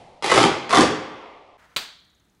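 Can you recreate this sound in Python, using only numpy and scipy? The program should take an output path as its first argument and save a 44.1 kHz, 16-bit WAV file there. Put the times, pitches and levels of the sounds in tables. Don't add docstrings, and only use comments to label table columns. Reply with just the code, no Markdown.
import sys
import numpy as np
from scipy import signal
from scipy.fft import rfft, irfft, next_fast_len
from scipy.io import wavfile
from scipy.ndimage import uniform_filter1d

SR = 44100
rng = np.random.default_rng(int(sys.argv[2]) if len(sys.argv) > 2 else 0)


def master_out(mix):
    frames = np.transpose(np.atleast_2d(mix))
    ceiling = np.clip(frames, -1, 1)
    pcm = np.round(ceiling * 32767).astype(np.int16)
    wavfile.write(sys.argv[1], SR, pcm)


def gain_from_decibels(decibels):
    exponent = np.asarray(decibels, float) / 20
    return 10 ** exponent


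N = 105840


def unit(x):
    return x / np.sqrt(np.mean(x ** 2) + 1e-20)


def along(points, hz):
    f, v = np.transpose(points)
    return np.interp(np.log(hz + 1), np.log(f + 1), v)


def gain_curve(rows):
    s, db = np.transpose(rows)
    return gain_from_decibels(np.interp(np.arange(N) / SR, s, db, left=-200, right=-200))


def filtered(x, response):
    m = next_fast_len(N + SR // 2)
    return irfft(rfft(x, m) * response(np.fft.rfftfreq(m, 1 / SR)), m)[:N]


def coloured(x, spectrum):
    cepstrum = irfft(np.log(gain_from_decibels(along(spectrum, np.fft.rfftfreq(4096, 1 / SR))) + 1e-6))
    cepstrum[1:2048] *= 2
    cepstrum[2049:] = 0
    h = irfft(np.exp(rfft(cepstrum)))
    return signal.fftconvolve(x, h / np.linalg.norm(h))[:N]


def resonant(x, peaks):
    def response(f):
        total = 0
        for k, (centre, width, db) in enumerate(peaks):
            total = total + (-1) ** k * gain_from_decibels(db) * 1j * f * width / (centre ** 2 - f * f + 1j * f * width)
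        return total
    return filtered(x, response)


def room(x, t60s, stretch=1):
    out, step = np.zeros(N + 2 * SR), SR // 10
    for a in range(0, N, step):
        block = x[a:a + step]
        hz, t, z = signal.stft(rng.standard_normal(SR * 3 // 2), SR, nperseg=256)
        if np.any(block ** 2 > 1e-10):
            decay = gain_from_decibels(-60 * t / (stretch * along(t60s, hz)[:, None]))
            tail = signal.istft(z * decay, SR, nperseg=256)[1]
            y = signal.fftconvolve(block, tail / np.linalg.norm(tail))
            out[a + 50:][:len(y)] += y
    return out[:N]


# (frequency [Hz], level [dB])
HUSH_SPECTRUM = [(15, -45), (25, -20), (59, -7.5), (140, -16), (164, -11.5), (482, -22), (523, -29),
                 (598, -23), (15500, -42.5)]


def hush():
    return gain_from_decibels(-65.5) * coloured(rng.standard_normal(N), HUSH_SPECTRUM)


# (frequency [Hz], level [dB])
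HUM_SPECTRUM = [(25, -13.5), (60, -4), (200, -23), (400, -5.5), (840, -2), (1500, -22.5), (4000, -23),
                (11000, -47)]


def hum():
    return gain_from_decibels(-54.5) * coloured(rng.standard_normal(N), HUM_SPECTRUM)


# (frequency [Hz], level [dB])
EARLIER_SPECTRUM = [(60, -16), (175, -3.5), (288, -10), (600, -8), (750, 3), (950, -13.5), (1500, -27),
                    (2100, -17.5), (11000, -39.5)]


def earlier_knocks():
    start_db, fall_db_per_s = -47.5, -49.5
    fall = gain_from_decibels(start_db + fall_db_per_s * np.arange(N) / SR)
    return fall * coloured(rng.standard_normal(N), EARLIER_SPECTRUM)


# (frequency [Hz], width [Hz], level [dB])
LENS_PEAKS = [(6460, 700, 5), (8800, 2800, -9)]
# (time [s], level [dB])
TICK_DRIFT = [
    (1.59, 0),
    (2.06, 4),
    (2.14, 0.5),
    (2.4, -2),
]


def lens_motor():
    start_s, gap_s, echo_s, t60_s, tick_db = 1.5995, .04995, .004, .006, -54
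    x, t = np.zeros(N + SR), np.arange(SR // 100) / SR
    for s in np.arange(start_s, N / SR, gap_s):
        for lag_s in (0, echo_s):
            level = gain_from_decibels(tick_db + rng.normal(0, 1) - 60 * t / t60_s)
            x[round((s + lag_s) * SR):][:len(t)] += level * rng.standard_normal(len(t))
    return resonant(x[:N] * gain_curve(TICK_DRIFT), LENS_PEAKS)


# (time [s], level [dB])
RUSTLE_LEVEL = [
    (1.575, -64),
    (1.6, -59),
    (1.65, -58),
    (1.68, -62.5),
    (1.75, -59),
]
# (frequency [Hz], level [dB])
CLOTH_SPECTRUM = [(120, -34), (200, -24), (400, -7), (900, -0.5), (1200, -0.5), (1510, 1.5), (1950, -2.5),
                  (2400, -7.5), (15000, -33)]


def cloth():
    flutter = gain_from_decibels(1.2 * unit(uniform_filter1d(rng.standard_normal(N), 300)))
    friction = coloured(unit(flutter * rng.standard_normal(N)), CLOTH_SPECTRUM)
    return gain_from_decibels(2.5) * uniform_filter1d(gain_curve(RUSTLE_LEVEL), 900) * friction


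# (delay [s], level [dB])
WALL_ECHOES = [
    (.0046, 1.5),
    (.016, -12),
    (.025, -11),
]


def walls(x):
    corner_hz = 6034
    echoes = sum(gain_from_decibels(db) * np.pad(x, (round(s * SR), 0))[:N] for s, db in WALL_ECHOES)
    return x + filtered(echoes, lambda hz: 1 / (1 + 1j * hz / corner_hz))


# (frequency [Hz], level [dB])
PALM_SPECTRUM = [(100, -14), (1200, -9), (2400, -6), (3100, -6.5), (4600, -5), (5200, -13.5), (9000, -16),
                 (10500, -24.5), (12000, -20), (16000, -22)]
# (frequency [Hz], width [Hz], level [dB])
PALM_AIR = [(2440, 990, -6), (3765, 650, 4), (4317, 590, -4.5)]
# (frequency [Hz], t60 [s])
CLAP_DECAY = [(150, 0.27), (400, 0.38), (1500, 0.46), (2700, 0.38), (3200, 0.63), (4600, 0.48),
              (5300, 0.46), (12000, 0.26)]
# (frequency [Hz], t60 [s])
CLAP_LATE_DECAY = [(600, 0.46), (1400, 1.65), (2700, 0.59), (3300, 1.06), (4500, 0.94), (5200, 0.55)]


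def clap():
    clap_s, clap_db, brush_s, brush_db = 1.7633, -2.5, 0.0031, -37
    slap_db, pop_db, near_db, room_db, late_db = -4.5, 7, 3.5, 4.5, -12.5
    x, i, lead = np.zeros(N), round(clap_s * SR), round(brush_s * SR)
    x[i - lead:i] = gain_from_decibels(brush_db) * rng.standard_normal(lead) * np.linspace(0, 1, lead) ** 2
    x[i] = gain_from_decibels(clap_db)
    x = coloured(x, PALM_SPECTRUM)
    pop = gain_from_decibels(slap_db) * x + gain_from_decibels(pop_db) * resonant(x, PALM_AIR)
    near = gain_from_decibels(near_db) * room(x, CLAP_DECAY, 0.18)
    diffuse = gain_from_decibels(room_db) * room(x, CLAP_DECAY)
    late = gain_from_decibels(late_db) * room(pop, CLAP_LATE_DECAY)
    return walls(pop) + near + diffuse + late


def second_take():
    return clap() + cloth() + lens_motor() + hush()


def chatter(size):
    swing_db, swing_s = 3, .004
    width = round(swing_s * SR)
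    smooth = uniform_filter1d(uniform_filter1d(rng.standard_normal(size), width), width)
    return gain_from_decibels(swing_db * unit(smooth))


def dying_notes(rows, swell_s):
    x, t = np.zeros(N), np.arange(SR // 2) / SR
    for s, db, hz, t60_s in rows:
        envelope = gain_from_decibels(db - 60 * t / t60_s) * (1 - np.exp(-t / swell_s)) * chatter(len(t))
        x[round(s * SR):][:len(t)] += envelope * np.sin(2 * np.pi * hz * t)
    return x


# (time [s], level [dB], frequency [Hz], t60 [s])
NEST_NOTES = [(.245, -20.5, 381, 0.11), (.317, -15, 520, 0.077), (.322, -13.5, 365, 0.081),
              (.346, -11.5, 385, 0.087), (.3768, -15, 367, 0.072), (.362, -15, 420, 0.051),
              (.384, -13.5, 348.4, 0.068), (.41, -11.5, 367.7, .08), (.42, -11.5, 418.4, .07),
              (.44, -30, 236, .3), (.446, -16.5, 256, 0.074), (.452, -12.5, 398, .1),
              (.465, -16.5, 380, 0.061), (.774, -12, 320, 0.031), (.785, -8, 318, 0.13),
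              (.809, -9.5, 329, 0.095), (.82, -12, 447, 0.028), (.831, -17.5, 520, 0.08)]


def nest_columns():
    return dying_notes(NEST_NOTES, swell_s=0.0014)


# (time [s], level [dB], frequency [Hz], t60 [s])
RIM_NOTES = [(.2435, -17.5, 783, 0.11), (.2435, -25, 2120, .05), (.249, -24.5, 1980, 0.04),
             (.27, -23.5, 758, 0.067), (.272, -25.5, 3480, 0.1), (.284, -25.5, 1980, 0.032),
             (.2995, -19, 2020, 0.046), (.3152, -15, 2006, .06), (.3152, -17.5, 1520, 0.053),
             (.3152, -20.5, 2590, .04), (.318, -11.5, 1090, 0.11), (.318, -14.5, 1260, .07),
             (.3436, -19, 2230, 0.043), (.3593, -17.5, 850, 0.071), (.3593, -20.5, 2200, .025),
             (.3677, -17, 799, .08), (.3677, -14.5, 1083, .05), (.3677, -18, 1347, 0.055),
             (.3768, -12, 1265, .06), (.3768, -18, 2126, .05), (.3768, -17, 2710, 0.067),
             (.3845, -16, 831, .07), (.3845, -15, 509, .06), (.395, -18.5, 936, 0.06),
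             (.4095, -16, 1171, .08), (.43, -19, 3170, .05), (.439, -23, 4907, 0.032),
             (.7075, -26, 3974, .03), (.808, -22, 4460, 0.027), (.7721, -22, 3260, .03),
             (.439, -21, 2182, .06), (.439, -18.5, 2386, 0.053), (.446, -15.5, 743, .05),
             (.446, -14.5, 952, 0.062), (.7277, -15, 701, 0.17), (.7277, -12, 1065, 0.071),
             (.7277, -22.5, 1840, .05), (.736, -15, 1159, .1), (.736, -14.5, 1414, 0.062),
             (.7554, -13.5, 1097, 0.084), (.7721, -13, 822, 0.074), (.7721, -12, 1182, 0.075),
             (.7721, -19, 1960, 0.088), (.783, -14, 727, 0.064), (.783, -22.5, 2121, 0.04),
             (.797, -12, 1050, 0.06), (.808, -12, 1150, .07), (.853, -21, 1137, .07)]


def ringing_rims():
    return dying_notes(RIM_NOTES, swell_s=.0008)


# (time [s], level [dB])
SLIDE_RUNS = [
    [(.225, -32), (.25, -27), (.31, -23.5), (.4, -22), (.47, -29.5)],
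    [(.695, -32), (.73, -24.5), (.79, -24.5), (.84, -29)],
]


def slide_rattle():
    taps_per_s, spread_db, rattle_db = 1500, 1.5, -3.5
    chance, strength = rng.random((2, N))
    level = gain_from_decibels(-spread_db * np.log(strength + 0.023))
    taps = unit((chance < taps_per_s / SR) * level * rng.standard_normal(N))
    return gain_from_decibels(rattle_db) * taps * sum(gain_curve(rows) for rows in SLIDE_RUNS)


# (time [s], crack level [dB], table thump level [dB])
CUP_KNOCKS = [(0.2244, -23, -30), (.2428, -12.5, -29), (0.2614, -18, -22.5), (0.2994, -15.5, -20),
              (0.3156, -10.5, -18.5), (0.3202, -9, -16.5), (0.3437, -11, -13), (0.3595, -8.5, -17),
              (0.3678, -15, -18), (.3768, -8, -16), (0.3844, -10.5, -14.5), (.4095, -17.5, -17),
              (.4300, -7.5, -17), (.439, -11, -10.5), (0.4508, -14.5, -17), (0.6936, -21, -32.5),
              (0.7077, -17, -26), (0.7278, -16, -24.5), (0.733, -13, -15.5), (.7477, -10, -24),
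              (0.7555, -10, -18.5), (.7721, -5.5, -8.5), (0.7841, -10.5, -11), (.808, -4.5, -10.5),
              (0.8172, -11.5, -11)]
# (frequency [Hz], level [dB])
CRACK_SPECTRUM = [(290, -30.5), (500, -3), (639, -9), (786, -6.5), (1200, -6.5), (1500, -10), (2160, -10),
                  (5000, -17), (11000, -26.5), (14300, -62.5), (22000, -120)]
# (frequency [Hz], width [Hz], level [dB])
SHELL_PEAKS = [(830, 200, 4), (1070, 47, -7.5), (1930, 97, -7), (2880, 15, -10.5), (3190, 390, -6),
               (3600, 39, -14.5), (4900, 71, -23.5), (5630, 88, -13)]
# (frequency [Hz], width [Hz], level [dB])
TABLE_PEAKS = [(74, 19, -12.5), (116.3, 51, -9.5), (173, 70, -7), (236, 26, -5), (326, 51, 0),
               (385, 55, -0.5), (427, 32, 0.5), (520, 70, -7)]


def cups():
    crack_t60_s, thump_t60_s, shove_s, grit = .012, 0.0074, 0.0014, 0.74
    crack_db, shell_db, thump_gain_db = -1.5, -1.5, -3.5 + 16.5
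    crack, push, t = np.zeros(N), np.zeros(N), np.arange(SR // 10) / SR
    for s, db, thump_db in CUP_KNOCKS:
        i = round(s * SR)
        a, b = rng.standard_normal((2, len(t)))
        crack[i:][:len(t)] += gain_from_decibels(db - 60 * t / crack_t60_s) * grit * a
        crack[i] += gain_from_decibels(db + 5)
        push[i:][:len(t)] += gain_from_decibels(thump_db - 60 * t / thump_t60_s) * np.abs(b) * (1 - t / shove_s)
    crack += slide_rattle()
    snap = gain_from_decibels(crack_db) * coloured(crack, CRACK_SPECTRUM)
    shell = gain_from_decibels(shell_db) * resonant(crack, SHELL_PEAKS)
    return snap + shell + gain_from_decibels(thump_gain_db) * resonant(push, TABLE_PEAKS)


# (frequency [Hz], t60 [s])
ROOM_DECAY = [(80, 0.52), (250, 0.73), (700, 0.59), (2000, 0.69), (3500, 0.59), (6000, 0.52), (10000, 0.31)]
# (frequency [Hz], t60 [s])
LATE_DECAY = [(150, 0.85), (300, 1.2), (500, 1.9), (1200, 1.87), (1600, 1), (2100, 2), (4000, 1.2),
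              (8000, 0.68)]


def cup_room(dry):
    near_db, room_db, late_db = -6, 1.5, -10.5
    near = gain_from_decibels(near_db) * room(dry, ROOM_DECAY, stretch=.1)
    diffuse = gain_from_decibels(room_db) * room(dry, ROOM_DECAY)
    return near + diffuse + gain_from_decibels(late_db) * room(dry, LATE_DECAY)


# (time [s], level [dB])
GAIN_DRIFT = [(0, 1.3), (.5, -.5), (.68, -1), (.72, 1.3), (1, -0.66), (1.15, 1), (1.3, 2), (1.45, -0.5),
              (1.57, -2)]


def first_take():
    direct_db, nest_dry_db, nest_wet_db, rim_dry_db, rim_wet_db = 2, -3, -7, -5, -8
    bass_cut_hz, ceiling, dull_hz = 8.9, .9, 11300
    low, rims = nest_columns(), ringing_rims()
    dry = cups() + gain_from_decibels(nest_wet_db) * low + gain_from_decibels(rim_wet_db) * rims
    dry = filtered(dry, lambda hz: (1j * hz / (1j * hz + bass_cut_hz)) ** 2)
    x = gain_from_decibels(direct_db) * dry + gain_from_decibels(nest_dry_db) * low + gain_from_decibels(rim_dry_db) * rims
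    x = x + cup_room(dry) + earlier_knocks() + hum()
    x = x * gain_curve(GAIN_DRIFT + [(N / SR, 0)])
    x = x / (1 + np.abs(x / ceiling) ** 6) ** (1 / 6)
    return filtered(x, lambda hz: np.clip((dull_hz + 150 - hz) / 300, 0, 1))


def scene():
    cut_s, fade_s = 1.573, 0.0097
    t = np.arange(N) / SR
    first = np.clip((cut_s - t) * 1000, 0, 1) * first_take()
    second = np.clip((t - cut_s) / fade_s, 0, 1) * second_take()
    return (first + second)[None]


def top_cut(x):
    return signal.sosfilt(signal.butter(12, 16480, fs=SR, output="sos"), x)


def record(dry):
    top_hz = 15750
    mix = filtered(dry[0], lambda hz: np.clip((top_hz + 300 - hz) / 400, 0, 1))[None]
    return top_cut(mix)


dry = scene()
out = record(dry)
master_out(out)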